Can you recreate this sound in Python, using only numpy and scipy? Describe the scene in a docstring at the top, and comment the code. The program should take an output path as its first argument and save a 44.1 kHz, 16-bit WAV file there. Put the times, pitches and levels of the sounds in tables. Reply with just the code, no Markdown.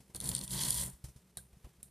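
"""Close by in a quiet room with a faint rumble and hum, fingers softly bump a taut woven cloth.
A satin ribbon is then pulled under its threads: noise of tiny slips crackles, snagging edges tick and chirp,
and the stretched cloth drums in its resonant modes.
After the pull come more bumps, and the loose ribbon flicks against the cloth twice."""
import sys
import numpy as np
from scipy import signal
from scipy.fft import rfft, irfft, next_fast_len
from scipy.io import wavfile
from scipy.ndimage import uniform_filter1d, map_coordinates

SR = 44100
rng = np.random.default_rng(int(sys.argv[2]) if len(sys.argv) > 2 else 0)


def file_out(sig):
    """Save sig as 16-bit WAV at sys.argv[1]."""
    # one column per channel
    cols = np.atleast_2d(sig).T
    # limit, then scale
    lim = np.clip(cols, -1, 1)
    pcm = np.round(lim * 32767).astype(np.int16)
    wavfile.write(sys.argv[1], SR, pcm)


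N = 83790

# Background noise spectrum. Each row: frequency in Hz, level in dB.
ROOM_COLOUR = [(20, -27.5), (45, -12.5), (62, -9.5), (85, -11), (130, -3.5), (190, -0.5), (260, -17),
               (370, -11.5), (600, -19), (1100, -23.5), (3000, -26), (7000, -28), (9500, -25.5),
               (14000, -30.5)]
# Stereo width. Each row: frequency in Hz, side over mid in dB.
STEREO_WIDTH = [(3100, -70), (4200, -39), (5500, -11.5), (9000, -4), (14000, -9)]
# Modes of the stretched cloth. Each row: frequency in Hz, width in Hz untouched, level in dB.
CLOTH_MODES = [(63.2, 3.1, 14.5), (88.5, 7.9, -2.5), (115.5, 5, 7.5), (128.2, 3.7, 13), (151, 4.4, 2.5),
               (187.8, 5.1, 6.5), (227.5, 3.3, -5), (251, 4, -20.5), (306.8, 3.2, -10), (345, 4.9, -11.5),
               (372, 3, -25)]
# Finger bumps. Each row: start in seconds, thump in dB, push length in seconds, brush in dB, rub in dB.
BUMPS = [(.002, -48.5, 0.0027, -64, -63), (.098, -50.5, 0.0017, -68.5, -64),
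         (.145, -45.5, 0.0087, -77, -69), (0.929, -50, 0.014, -62.5, -72),
         (1.039, -37.5, 0.0074, -50.5, -58.5), (1.083, -45.5, 0.0081, -60, -64),
         (1.159, -46.5, 0.0048, -62.5, -66), (1.528, -55, 0.012, -78, -67.5),
         (1.567, -52.5, .005, -73, -80), (1.642, -43.5, 0.012, -66, -57.5), (1.67, -47.5, 0.0011, -94, -95),
         (1.783, -55.5, 0.0042, -101, -75)]
# Fingers brushing the weave. Each row: frequency in Hz, level in dB.
BRUSH_COLOUR = [(2000, -10.5), (3300, -7), (5500, -0.5), (7500, -2.5), (9600, 1.5), (11500, -6),
                (14200, -7.5)]
# Duller rub of the fingers. Each row: frequency in Hz, level in dB.
RUB_COLOUR = [(90, -2), (220, 0.5), (370, 2), (550, -4.5), (1000, -6), (1500, -15), (2200, -13),
              (4500, -21)]
# Loose ribbon flicks. Each row: start in seconds, click in dB, patter in dB, slap in dB, thump in dB,
# push length in seconds, rebound in dB.
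FLICKS = [(1.371, -34, -43, -47.5, -48, 0.0049, -53), (1.8296, -37.5, -52.5, -64, -50.5, 0.0013, -85)]
# Click of a flick. Each row: frequency in Hz, level in dB.
CLICK_COLOUR = [(2000, -24), (4000, -19), (6000, -15.5), (7500, -9), (9000, 2.5), (10300, -1.5),
                (11500, -4.5), (14200, -13)]
# Slap of a flick. Each row: frequency in Hz, level in dB.
SLAP_COLOUR = [(150, -19), (550, 3), (900, -9), (1200, -9), (1900, -4.5), (2500, -18), (3200, -5),
               (3800, 4.5), (4400, -2.5), (7000, -17), (14000, -18)]
# Ribbon edge snagging on a thread. Each row: start in seconds, tick peak in dB, tick frequency in Hz,
# ribbon ring in dB.
SNAGS = [(.1477, -29, 9500, -45), (.1583, -36, 9500, -49), (.1630, -35, 9500, -47), (.2026, -25, 9600, -43),
         (.2115, -25, 9500, -45), (.2420, -29, 9200, -45), (.2555, -31, 9300, -45), (.2626, -28, 9800, -44),
         (.2742, -29, 9500, -44), (.2907, -17, 9900, -37), (.3150, -32, 9000, -38), (.3504, -18, 9000, -35),
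         (.3608, -30, 9200, -52), (.3642, -26, 8800, -39), (.3815, -29, 9500, -44), (.3903, -30, 9400, -44),
         (.4120, -28, 9000, -40), (.4781, -31, 9400, -43), (.5070, -32, 9500, -43), (.5357, -36, 9200, -40),
         (.5665, -36, 9000, -38), (.5912, -30, 9000, -36), (.6115, -29, 9300, -34), (.6348, -26, 9500, -31),
         (.6847, -24, 9700, -38), (.7061, -12, 9900, -36), (.7240, -32, 9000, -38), (.7435, -24, 9500, -50),
         (.7750, -26, 9300, -39), (.8676, -33, 9600, -52)]
# Ribbon pull. Each row: time in seconds, thread slips in dB, ribbon rasp in dB.
PULL = [(.135, -81, -98), (.16, -45.5, -59.5), (.192, -82, -74), (.225, -51, -57), (.27, -41, -59.5),
        (.335, -47, -56.5), (.375, -49, -52.5), (.403, -57, -68), (.44, -42.5, -53), (.47, -63.5, -71),
        (.52, -38.5, -51), (.575, -45.5, -47), (.615, -36.5, -41), (.67, -39, -47.5), (.748, -38, -49.5),
        (.785, -36, -45.5), (.85, -40.5, -55.5), (.89, -53, -67), (.98, -83, -90), (1.03, -118, -100)]
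# Drag on the cloth. Each row: time in seconds, slack low modes in dB, taut modes in dB, scrape in dB.
DRAG = [(.13, -95.5, -103, -99), (.152, -48.5, -54.5, -72), (.19, -58, -65, -78), (.225, -49.5, -51.5, -55),
        (.285, -43.5, -46.5, -59), (.33, -44, -49.5, -56.5), (.40, -50.5, -60, -63),
        (.435, -49, -48.5, -58), (.47, -58, -61.5, -63.5), (.545, -40.5, -44, -51.5),
        (.61, -51.5, -49, -47), (.68, -46.5, -47, -48.5), (.745, -47, -69, -52.5), (.78, -44, -56, -51.5),
        (.85, -47.5, -50, -50.5), (.89, -47.5, -50.5, -65.5), (.95, -76, -83, -72.5),
        (1.03, -87.5, -87, -108)]
# Threads slipping over satin. Each row: frequency in Hz, level in dB.
SLIP_COLOUR = [(2000, -67), (3500, -55.5), (5200, -13), (6400, -12), (7200, -5.5), (8000, -4.5), (9300, 1),
               (10400, -2.5), (11500, -6), (12700, -11.5), (14200, -10)]
# Ribbon rasp and ring. Each row: frequency in Hz, level in dB.
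RASP_COLOUR = [(1500, -19), (2700, -15.5), (3300, 3.5), (3800, -1.5), (4400, 5), (5200, -4), (6500, -4.5),
               (10000, -20)]
# Cloth scrape. Each row: frequency in Hz, level in dB.
SCRAPE_COLOUR = [(200, -39), (350, -13.5), (450, -12.5), (580, 7.5), (700, -12.5), (980, 9.5), (1200, -9),
                 (1420, -9.5), (1590, -0.5), (1730, -5.5), (1950, 4.5), (2300, -8.5), (2900, -2),
                 (4500, -8.5)]

ROOM_DB, HUM_HZ, HUM_DB = -68, 62, -71
WALL_T60_S, WALL_DB = 0.28, -9.5
BAND_LIMIT_HZ = 14300
FINGER_DAMPING = 5.6  # a touching finger widens the modes by this factor
BRUSH_RISE_S, BRUSH_T60_S = 0.0023, 0.14
CLICK_T60_S, PATTER_T60_S, SLAP_T60_S = 0.013, 0.1, 0.086
REBOUND_DELAY_S, REBOUND_HZ, REBOUND_T60_S = 0.016, 1580, 0.035
TICK_RISE_S, TICK_T60_S = 0.0002, 0.003  # the rise also serves the other sharp onsets
CRACK_DB, CRACK_T60_S = -11, 0.01  # level over the tick
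RING_DELAY_S, RING_T60_S = 0.00048, 0.015
# Bending waves: the highs arrive first. Nominal pitches; level over the ring.
CHIRP_FROM_HZ, CHIRP_TO_HZ, CHIRP_GLIDE_S = 7580, 3990, 0.000767
CHIRP_T60_S, CHIRP_DB = 0.013, -3
CATCHES_PER_S, CATCH_SPREAD_DB, CATCH_DB = 130, 5.5, -6.5  # level over the rasp
SLIPS_PER_S, SLIP_SPREAD_DB, SLIP_FLUTTER_DB = 3000, 4, 1.5
RASPS_PER_S, RASP_SPREAD_DB, RASP_FLUTTER_DB = 1300, 1.5, 1.6
JERK_DB, JERKS_PER_S = 1.3, 130


def amp(db):
    """Decibels to gain."""
    return 10 ** (np.asarray(db) / 20)


def unit(x):
    """Scale to rms 1."""
    return x / np.sqrt(np.mean(x ** 2) + 1e-20)


def along(points, hz):
    """Interpolate (Hz, value) points on a log axis."""
    point_hz, value = np.transpose(points)
    return np.interp(np.log(hz + 1), np.log(point_hz + 1), value)


def gains(rows):
    """One gain per sample for each dB column after the time."""
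    time_s, *columns_db = np.transpose(rows)
    t = np.arange(N) / SR
    return [amp(np.interp(t, time_s, db)) for db in columns_db]


def wobble(knots_per_s):
    """A smooth random curve through random knots."""
    knots = rng.standard_normal(2048)
    return map_coordinates(knots, [np.arange(N) * knots_per_s / SR], mode="wrap")


def filtered(x, response):
    """Multiply the spectrum of x by a response of frequency."""
    n = x.shape[-1]
    m = next_fast_len(n + SR // 4)
    return irfft(rfft(x, m) * response(np.fft.rfftfreq(m, 1 / SR)), m)[..., :n]


def stereo(pair, colour):
    """Colour a mid and a side signal into left and right: mono bass, wider treble, mid rms 1."""
    def response(hz):
        side_gain = amp(along(STEREO_WIDTH, hz))
        return amp(along(colour, hz)) * np.array([np.ones_like(hz), side_gain])

    mid, side = filtered(pair, response)
    return np.array([mid + side, mid - side]) / np.std(mid)


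def strike(rise_s, t60_s):
    """A quick rise and an exponential decay, peak 1."""
    t = np.arange(SR // 4) / SR
    shape = (1 - np.exp(-(t / rise_s) ** 2)) * amp(-60 * t / t60_s)
    return shape / shape.max()


def burst(colour, rise_s, t60_s):
    """A dying puff of coloured noise, its rms set to that of its envelope."""
    shape = strike(rise_s, t60_s)
    noise = stereo(rng.standard_normal((2, len(shape))), colour)
    return unit(noise * shape) * np.sqrt(np.mean(shape ** 2))


def add(out, start_s, sound):
    """Mix a sound in at its start time."""
    part = out[:, max(round(start_s * SR), 0):][:, :sound.shape[-1]]
    part += sound[..., :part.shape[1]]


def room():
    """Faint low rumble with a wavering hum, and faint noise above it of slightly uneven level."""
    t = np.arange(N) / SR
    hum = np.sin(2 * np.pi * HUM_HZ * t + 0.13 * wobble(18))
    noise = stereo(rng.standard_normal((2, N)), ROOM_COLOUR)
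    rumble = filtered(noise, lambda hz: 1 / (1 + (hz / 500) ** 4))
    upper_noise = amp(1.8 * wobble(160)) * (noise - rumble)  # level varies by some dB
    return amp(ROOM_DB) * (rumble + upper_noise) + amp(HUM_DB) * hum


def walls(close):
    """Short diffuse reflections: the close sound convolved with dying noise."""
    tail = burst([(100, -0.5), (1000, -15), (14000, 13.5)], rise_s=.004, t60_s=WALL_T60_S)
    tail = tail / np.linalg.norm(tail[0])
    return amp(WALL_DB) * signal.fftconvolve(close, tail, axes=1)[:, :N]


def cloth(force, modes, damping=1):
    """A force rings the stretched cloth: a sum of damped resonators."""
    def response(hz):
        total = 0
        for mode_hz, width_hz, db in modes:
            loss = 1j * hz * width_hz
            total = total + amp(db) * loss / (mode_hz ** 2 - hz ** 2 + loss * damping)
        return total

    return filtered(force, response)


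def thump(push_s, damping):
    """A soft push and release sets the cloth ringing, peak 1."""
    progress = np.minimum(np.arange(SR // 4) / SR / push_s, 1)
    ring = cloth(-np.sin(np.pi * progress) ** 2, CLOTH_MODES, damping)
    return ring / np.abs(ring).max()


def fingers():
    """Each touch thumps the finger-damped cloth and brushes its weave with noise."""
    out = np.zeros((2, N))
    for start_s, thump_db, push_s, brush_db, rub_db in BUMPS:
        add(out, start_s, amp(thump_db) * thump(push_s, FINGER_DAMPING))
        add(out, start_s, amp(brush_db) * burst(BRUSH_COLOUR, BRUSH_RISE_S, BRUSH_T60_S))
        add(out, start_s, amp(rub_db) * burst(RUB_COLOUR, BRUSH_RISE_S, BRUSH_T60_S))
    return out


def flicks():
    """The ribbon snaps against the cloth, rebounds with a small knock and patters to rest."""
    out = np.zeros((2, N))
    shape = strike(0.00067, REBOUND_T60_S)
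    knock = shape * np.sin(2 * np.pi * REBOUND_HZ * np.arange(len(shape)) / SR)
    for start_s, click_db, patter_db, slap_db, thump_db, push_s, rebound_db in FLICKS:
        add(out, start_s, amp(click_db) * burst(CLICK_COLOUR, TICK_RISE_S, CLICK_T60_S))
        add(out, start_s, amp(patter_db) * burst(SLIP_COLOUR, TICK_RISE_S, PATTER_T60_S))
        add(out, start_s, amp(slap_db) * burst(SLAP_COLOUR, TICK_RISE_S, SLAP_T60_S))
        add(out, start_s, amp(thump_db) * thump(push_s, damping=1.35))
        add(out, start_s + REBOUND_DELAY_S, amp(rebound_db) * knock)
    return out


def chirp():
    """Bending waves along the ribbon: a dying sine whose pitch falls fast, scattered per snag."""
    shape = strike(0.00057, CHIRP_T60_S)
    fall = np.exp(-np.arange(len(shape)) / SR / CHIRP_GLIDE_S)
    glide_hz = CHIRP_TO_HZ + (CHIRP_FROM_HZ - CHIRP_TO_HZ) * fall
    glide_hz = glide_hz * np.exp(rng.normal(0, 0.077))
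    return shape * np.sin(2 * np.pi * np.cumsum(glide_hz) / SR)


def snags():
    """A thread lets go with a bright tick, which chirps along the ribbon and leaves it ringing."""
    out = np.zeros((2, N))
    shape = strike(TICK_RISE_S, TICK_T60_S)
    t = np.arange(len(shape)) / SR
    ear_phase = np.array([[.45], [-.45]])  # rad, left and right
    for start_s, tick_db, tick_hz, ring_db in SNAGS:
        tick = shape * np.sin(2 * np.pi * tick_hz * t + rng.normal(0, .15) + ear_phase)
        crack = amp(CRACK_DB) * burst(SLIP_COLOUR, TICK_RISE_S, CRACK_T60_S)
        add(out, start_s, amp(tick_db) * (tick + crack))
        add(out, start_s, amp(ring_db + CHIRP_DB) * chirp())
        ring = burst(RASP_COLOUR, TICK_RISE_S, RING_T60_S)
        add(out, start_s + RING_DELAY_S, amp(ring_db) * ring)
    return out


def scattered_sizes(spread_db):
    """Random gains, one per sample, clipped at two deviations."""
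    return amp(spread_db * np.clip(rng.standard_normal(N), -2, 2))


def catches():
    """Coarser threads catch at random as the ribbon slides; each rings as a brief noise burst."""
    _, rasp_gain = gains(PULL)
    hits = (rng.random(N) < CATCHES_PER_S / SR) * scattered_sizes(CATCH_SPREAD_DB)
    envelope = signal.fftconvolve(hits, strike(TICK_RISE_S, t60_s=0.025))[:N]
    noise = stereo(rng.standard_normal((2, N)), RASP_COLOUR)
    return rasp_gain * amp(CATCH_DB) * unit(envelope * noise)


def slips(rate_per_s, spread_db, colour):
    """Tiny stick-slip impulses of scattered size and random sign."""
    hits = (rng.random(N) < rate_per_s / SR) * scattered_sizes(spread_db)
    return stereo(hits * rng.choice([-1, 1], (2, N)), colour)


def drumming(modes):
    """Friction, as noise, keeps some of the cloth's modes ringing at an even strength."""
    ring = cloth(rng.standard_normal(N), modes)
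    power = uniform_filter1d(ring ** 2, size=2000)
    return ring / np.sqrt(np.abs(power) + 1e-20)


def pull():
    """Jerky sliding friction: thread slips, coarser ribbon rasp, cloth scrape and drumming."""
    slip_gain, rasp_gain = gains(PULL)
    slack_gain, taut_gain, scrape_gain = gains(DRAG)
    slip_flutter = amp(SLIP_FLUTTER_DB * wobble(300))
    friction = slip_gain * slip_flutter * slips(SLIPS_PER_S, SLIP_SPREAD_DB, SLIP_COLOUR)
    rasp_flutter = amp(RASP_FLUTTER_DB * wobble(140))
    friction += rasp_gain * rasp_flutter * slips(RASPS_PER_S, RASP_SPREAD_DB, RASP_COLOUR)
    friction += scrape_gain * slips(rate_per_s=1500, spread_db=1.5, colour=SCRAPE_COLOUR)
    jerks = amp(JERK_DB * wobble(JERKS_PER_S))
    drum = slack_gain * drumming(CLOTH_MODES[:4]) + taut_gain * drumming(CLOTH_MODES[4:])
    return jerks * friction + drum


def scene():
    """The close sounds, a short answer from the walls, and the room."""
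    close = pull() + catches() + snags() + fingers() + flicks()
    return close + walls(close) + room()


def record(dry):
    """A steep low-pass removes what lies above the band limit."""
    return filtered(dry, lambda hz: 1 / np.sqrt(1 + (hz / BAND_LIMIT_HZ) ** 300))


dry = scene()
out = record(dry)
file_out(out)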